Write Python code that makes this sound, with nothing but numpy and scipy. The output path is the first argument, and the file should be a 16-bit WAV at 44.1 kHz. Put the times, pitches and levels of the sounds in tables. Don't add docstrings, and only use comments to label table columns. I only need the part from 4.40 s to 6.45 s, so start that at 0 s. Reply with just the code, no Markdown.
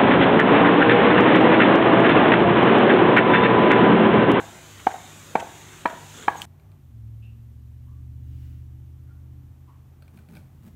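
import sys
import numpy as np
from scipy import signal
from scipy.fft import rfft, irfft, next_fast_len
from scipy.io import wavfile
from scipy.ndimage import uniform_filter1d, map_coordinates

SR = 44100
rng = np.random.default_rng(int(sys.argv[2]) if len(sys.argv) > 2 else 0)


def unload_wav(signal):
    wavfile.write(
        sys.argv[1],
        SR,
        np.round(np.clip(np.atleast_2d(signal).T, -1, 1) * 32767).astype(np.int16),
    )


N = 90581

# start in seconds, gain in dB, pitch ratio of the wood, cushioning corner
# in Hz, hollow pitch in Hz, hollow, thud and clack gains in dB, second contact's delay in seconds and
# gain in dB, crushed spice and courtyard send in dB relative to the blow.
BLOWS = [(-.034, -6.5, 1, 3550, 827, 0, 8, -5, 0.0032, -12.5, -35, -1),
         (0.4687, -5.5, .975, 4560, 763, 3, 1, -3, 0.0024, -10.5, -19, 0),
         (0.9541, -5.5, .99, 5550, 793, 4, 7.5, -7, .0019, -6.5, -15.5, 3),
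         (1.4565, 3.1, 1.019, 2420, 961.5, -1.5, -3.5, -2.7, 0.002186, -4.5, -25.5, 3),
         (1.8810, -4.5, 1.018, 3300, 818, -0.1, -5.5, 4.5, 0.0023, -10.5, -19.5, 1)]


def amp(db):
    return 10 ** (np.asarray(db) / 20)


def unit(x):
    return x / np.sqrt(np.mean(x ** 2) + 1e-20)


def along(points, hz):
    freqs, values = np.transpose(points)
    return np.interp(np.log(hz + 1), np.log(freqs + 1), values)


def filtered(x, response):
    n = x.shape[-1]
    padded = next_fast_len(n + SR // 4)
    return irfft(rfft(x, padded) * response(np.fft.rfftfreq(padded, 1 / SR)), padded)[..., :n]


def coloured(x, spectrum):
    return unit(filtered(x, lambda hz: amp(along(spectrum, hz))))


def delay(hz, seconds):
    return np.exp(-2j * np.pi * hz * seconds)


def wobble(rate):
    knots = rng.standard_normal(int(N * rate / SR) + 4)
    return map_coordinates(knots, [np.arange(N) * rate / SR])


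def add(track, start, sound):
    i = int(round(start * SR))
    part = sound[max(-i, 0):max(N - i, 0)]
    track[max(i, 0):max(i, 0) + len(part)] += part


def burst(spectrum, t, t60):
    return coloured(rng.standard_normal(len(t)), spectrum) * amp(-60 * t / t60)


def patchy_noise(depth_db):
    bins = signal.stft(rng.standard_normal(N), nperseg=1024)[2]
    patches = uniform_filter1d(rng.standard_normal(bins.shape), size=4, axis=0)
    patches = uniform_filter1d(patches, size=8, axis=1)
    return signal.istft(bins * amp(depth_db * unit(patches)), nperseg=1024)[1][:N]


def air():
    # frequency in Hz, relative level in dB.
    air_eq = [(25, -16), (42, -15), (90, 4), (125, -1.5), (180, 1), (300, -3.5), (550, -7.5), (1000, -7),
              (1600, -7), (2500, -10), (3700, -9), (4700, -22), (9000, -24)]
    return amp(-48) * coloured(patchy_noise(depth_db=2.1), air_eq)


def hiss():
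    # frequency in Hz, gain in dB.
    hiss_eq = [(2000, -11), (4000, -5.5), (5200, -8.5), (6300, 1.5), (7100, 3), (8000, -2), (9500, -9.5),
               (12500, -16), (14300, -13), (15000, -29), (15800, -27)]
    side_eq = [(2800, -66), (4000, -22), (5500, -9.5), (7000, -55), (9500, -5), (14000, -0.5)]
    # time in seconds, level in dB.
    fader_ride = [(0.0, -58), (0.02, -60), (0.99, -59), (1.0, -60.5), (1.05, -59.5), (1.42, -59.5),
                  (1.44, -63.5), (1.75, -57.5), (1.78, -56), (1.93, -66), (1.98, -59), (2.0, -57)]
    times, ride_db = np.transpose(fader_ride)
    swing_db = 0.97 * np.interp(np.arange(N) / SR, times, ride_db - np.median(ride_db))
    mid, side = (amp(-52 + swing_db) * coloured(patchy_noise(depth_db=2.2), hiss_eq) for _ in range(2))
    return mid, filtered(side, lambda hz: amp(along(side_eq, hz)))


def hum():
    # frequency in Hz, rms level in dB.
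    hum_partials = [(50, -72), (70, -62.5), (100, -54), (151, -57), (201, -69), (301, -65.5), (363, -64.5)]
    waver_hz, waver_db = 1.3, 2.5
    out = np.zeros(N)
    for hz, db in hum_partials:
        cycles = np.cumsum(hz + waver_hz * wobble(4.86)) / SR + rng.random()
        out += np.sqrt(2) * amp(db - waver_db * wobble(7.2)) * np.sin(2 * np.pi * cycles)
    return out


def chirps():
    # start and length in seconds, first and last pitch in Hz, level in dB.
    chirp_calls = [(0.526, .016, 7760, 6700, -48), (1.96, 0.0406, 6950, 6350, -45)]
    waver_hz, octave_db = 114, -13
    out = np.zeros(N)
    for start, length, from_hz, to_hz, db in chirp_calls:
        n = int(length * SR)
        pitch = np.linspace(from_hz, to_hz, n) + waver_hz * wobble(500)[:n]
        phase = 2 * np.pi * np.cumsum(pitch) / SR
        tone = np.sin(phase) + amp(octave_db) * np.sin(2 * phase)
        add(out, start, amp(db) * np.hanning(n) ** .5 * tone)
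    return out


def ticks():
    # start in seconds, level in dB.
    tick_hits = [(2.0179, -30), (2.0186, -26), (2.0258, -35.5)]
    # frequency in Hz, relative level in dB.
    tick_eq = [(100, -55), (600, -39), (1700, -12), (2900, 2.5), (4200, -3), (5200, -15), (7500, -2.5),
               (11000, -24), (15000, -13)]
    out, t = np.zeros(N), np.arange(SR // 10) / SR
    for start, db in tick_hits:
        add(out, start, amp(db) * burst(tick_eq, t, t60=0.013))
    return out


def cot():
    # frequency in Hz, relative level in dB.
    rope_eq = [(60, -30), (150, -7.5), (280, 2), (450, -3), (600, -2), (750, 2), (1150, -3), (1550, -1.5),
               (2400, -14.5), (4000, -35), (10000, -45)]
    out, t = np.zeros(N), np.arange(SR // 2) / SR
    attack = 1 - np.exp(-t / 0.021)
    for start, *_ in BLOWS:
        add(out, start, amp(-39) * burst(rope_eq, t, t60=0.59) * attack)
    return out


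def spice_grains(swells, spectrum, grains_per_s=2500):
    t = np.arange(N) / SR
    grains = rng.standard_normal(N) * (rng.random(N) < grains_per_s / SR)
    envelope = sum(amp(db) * np.exp(-((t - middle) / half) ** 2) for middle, half, db in swells)
    return coloured(grains, spectrum) * envelope


def crunches():
    # middle and half length in seconds, level in dB.
    crunch_swells = [(.400, 0.0042, -43.5), (0.516, 0.0046, -40.5), (1.001, 0.0086, -37),
                     (1.012, 0.0034, -50), (1.333, 0.017, -49.5), (1.478, 0.0016, -40),
                     (1.501, 0.0068, -40.5), (1.901, 0.0035, -38)]
    # frequency in Hz, relative level in dB.
    crunch_eq = [(60, -33), (200, -6), (700, -2), (1700, 4.5), (3200, -1.5), (4800, -16.5), (7000, -6),
                 (10000, -23), (15000, -30)]
    return spice_grains(crunch_swells, crunch_eq)


def scrapes():
    # middle and half length in seconds, level in dB.
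    scrape_swells = [(1.785, 0.054, -46.5), (1.84, 0.015, -45)]
    # frequency in Hz, relative level in dB.
    scrape_eq = [(60, -21), (200, -17), (450, 11), (800, -12), (1400, 8), (2300, -7.5), (3500, 3),
                 (4700, -20), (7000, -3), (10000, -20), (15000, -29)]
    return spice_grains(scrape_swells, scrape_eq)


def courtyard(x):
    # delay in seconds, gain in dB.
    wall_taps = [(.0105, -29), (.0185, -25), (.031, -33), (.116, -32)]
    # frequency in Hz, seconds to fall 60 dB.
    tail_t60 = [(150, 0.48), (800, 0.56), (2000, 0.44), (8000, 0.11)]
    # frequency in Hz, relative gain in dB.
    tail_eq = [(150, -17.5), (330, 1), (520, -3.5), (700, 1.5), (830, -3), (1020, 2.5), (1250, -4),
               (1550, 5), (1850, 0.5), (3000, -3.5), (8000, -16)]
    slap_eq = [(200, -15), (500, -2), (730, -0.5), (950, -15), (1500, -18), (3000, -20)]
    tail_db, build_s, slap_db, slap_s, dull_hz = -21, 0.0072, -16, 0.0725, 2160
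    hz, t, bins = signal.stft(rng.standard_normal(len(x)), SR, nperseg=256)
    envelope = amp(-60 * t / along(tail_t60, hz)[:, None]) * (1 - np.exp(-t / build_s))
    tail = signal.istft(bins * envelope, SR, nperseg=256)[1]
    tail = filtered(tail / np.linalg.norm(tail), lambda f: amp(tail_db + along(tail_eq, f)))
    echoes = filtered(
        x, lambda f: sum(amp(db) * delay(f, lag) for lag, db in wall_taps) / (1 + 1j * f / dull_hz))
    slap = filtered(x, lambda f: amp(slap_db + along(slap_eq, f)) * delay(f, slap_s))
    return echoes + slap + signal.fftconvolve(x, tail)[:len(x)]


def press(hz=553, width_s=0.00054):
    t = np.arange(SR // 100) / SR
    offset = t - t.mean()
    return -amp(-15.5) * np.exp(-(offset / width_s) ** 2) * np.sin(2 * np.pi * hz * offset), t.mean()


def knock(t, pitch, cushion_hz, hollow_hz, hollow_db, thud_db, clack_db, again_s, again_db):
    # frequency in Hz, relative level in dB, seconds to fall 60 dB, polarity.
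    wood_modes = [(200.7, -14, 0.023, 1), (314, -23, 0.031, -1), (514, -19, 0.019, -1),
                  (648.7, -17, 0.07, 1), (934, -3.5, 0.027, 1), (1103, -10.5, 0.049, -1),
                  (1621, -10, 0.034, 1), (1877, -18.5, 0.03, -1), (2305, -10.5, 0.019, -1),
                  (3040, -23, 0.035, -1), (3700, -31, 0.032, 1)]
    hollow_t60, thud_below_hz, clack_above_hz, low_cut_hz = 0.026, 550, 1050, 143
    ring = -amp(hollow_db - 60 * t / hollow_t60) * np.sin(2 * np.pi * hollow_hz * t)
    for hz, db, t60, polarity in wood_modes:
        spot_db = thud_db * (hz < thud_below_hz) + clack_db * (hz > clack_above_hz)
        ring += polarity * amp(db + spot_db - 60 * t / t60) * np.sin(2 * np.pi * hz * pitch * t)
    struck = filtered(
        ring, lambda f: (1 + amp(again_db) * delay(f, again_s)) / (1 + 1j * f / cushion_hz) ** 4)
    return signal.sosfilt(signal.butter(2, low_cut_hz, "high", fs=SR, output="sos"), struck)


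def pounding():
    # frequency in Hz, relative level in dB.
    crush_eq = [(100, -43), (400, -15), (1200, 7.5), (2500, 1), (2800, -12.5), (3150, -8.5), (3600, -20.5),
                (4000, -6), (4600, -23), (8000, -25), (15000, -41)]
    out, t = np.zeros(N), np.arange(SR // 2) / SR
    push, middle_s = press()
    lead_s = 0.0013
    attack = 1 - np.exp(-t / 0.00067)
    for start, db, *contact, crush_db, yard_db in BLOWS:
        crush = amp(crush_db) * burst(crush_eq, t, t60=0.039) * attack
        blow = amp(db) * (knock(t, *contact) + crush)
        add(out, start - lead_s - middle_s, amp(db) * push)
        add(out, start, blow + amp(yard_db) * courtyard(blow))
    return out


def scene():
    bed = air()
    hiss_mid, side = hiss()
    mid = bed + hiss_mid + hum() + pounding() + cot() + crunches() + scrapes() + ticks() + chirps()
    return np.array([mid + side, mid - side])


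def record(dry):
    return filtered(dry, lambda hz: hz < 15700)


dry = scene()
out = record(dry)
unload_wav(out)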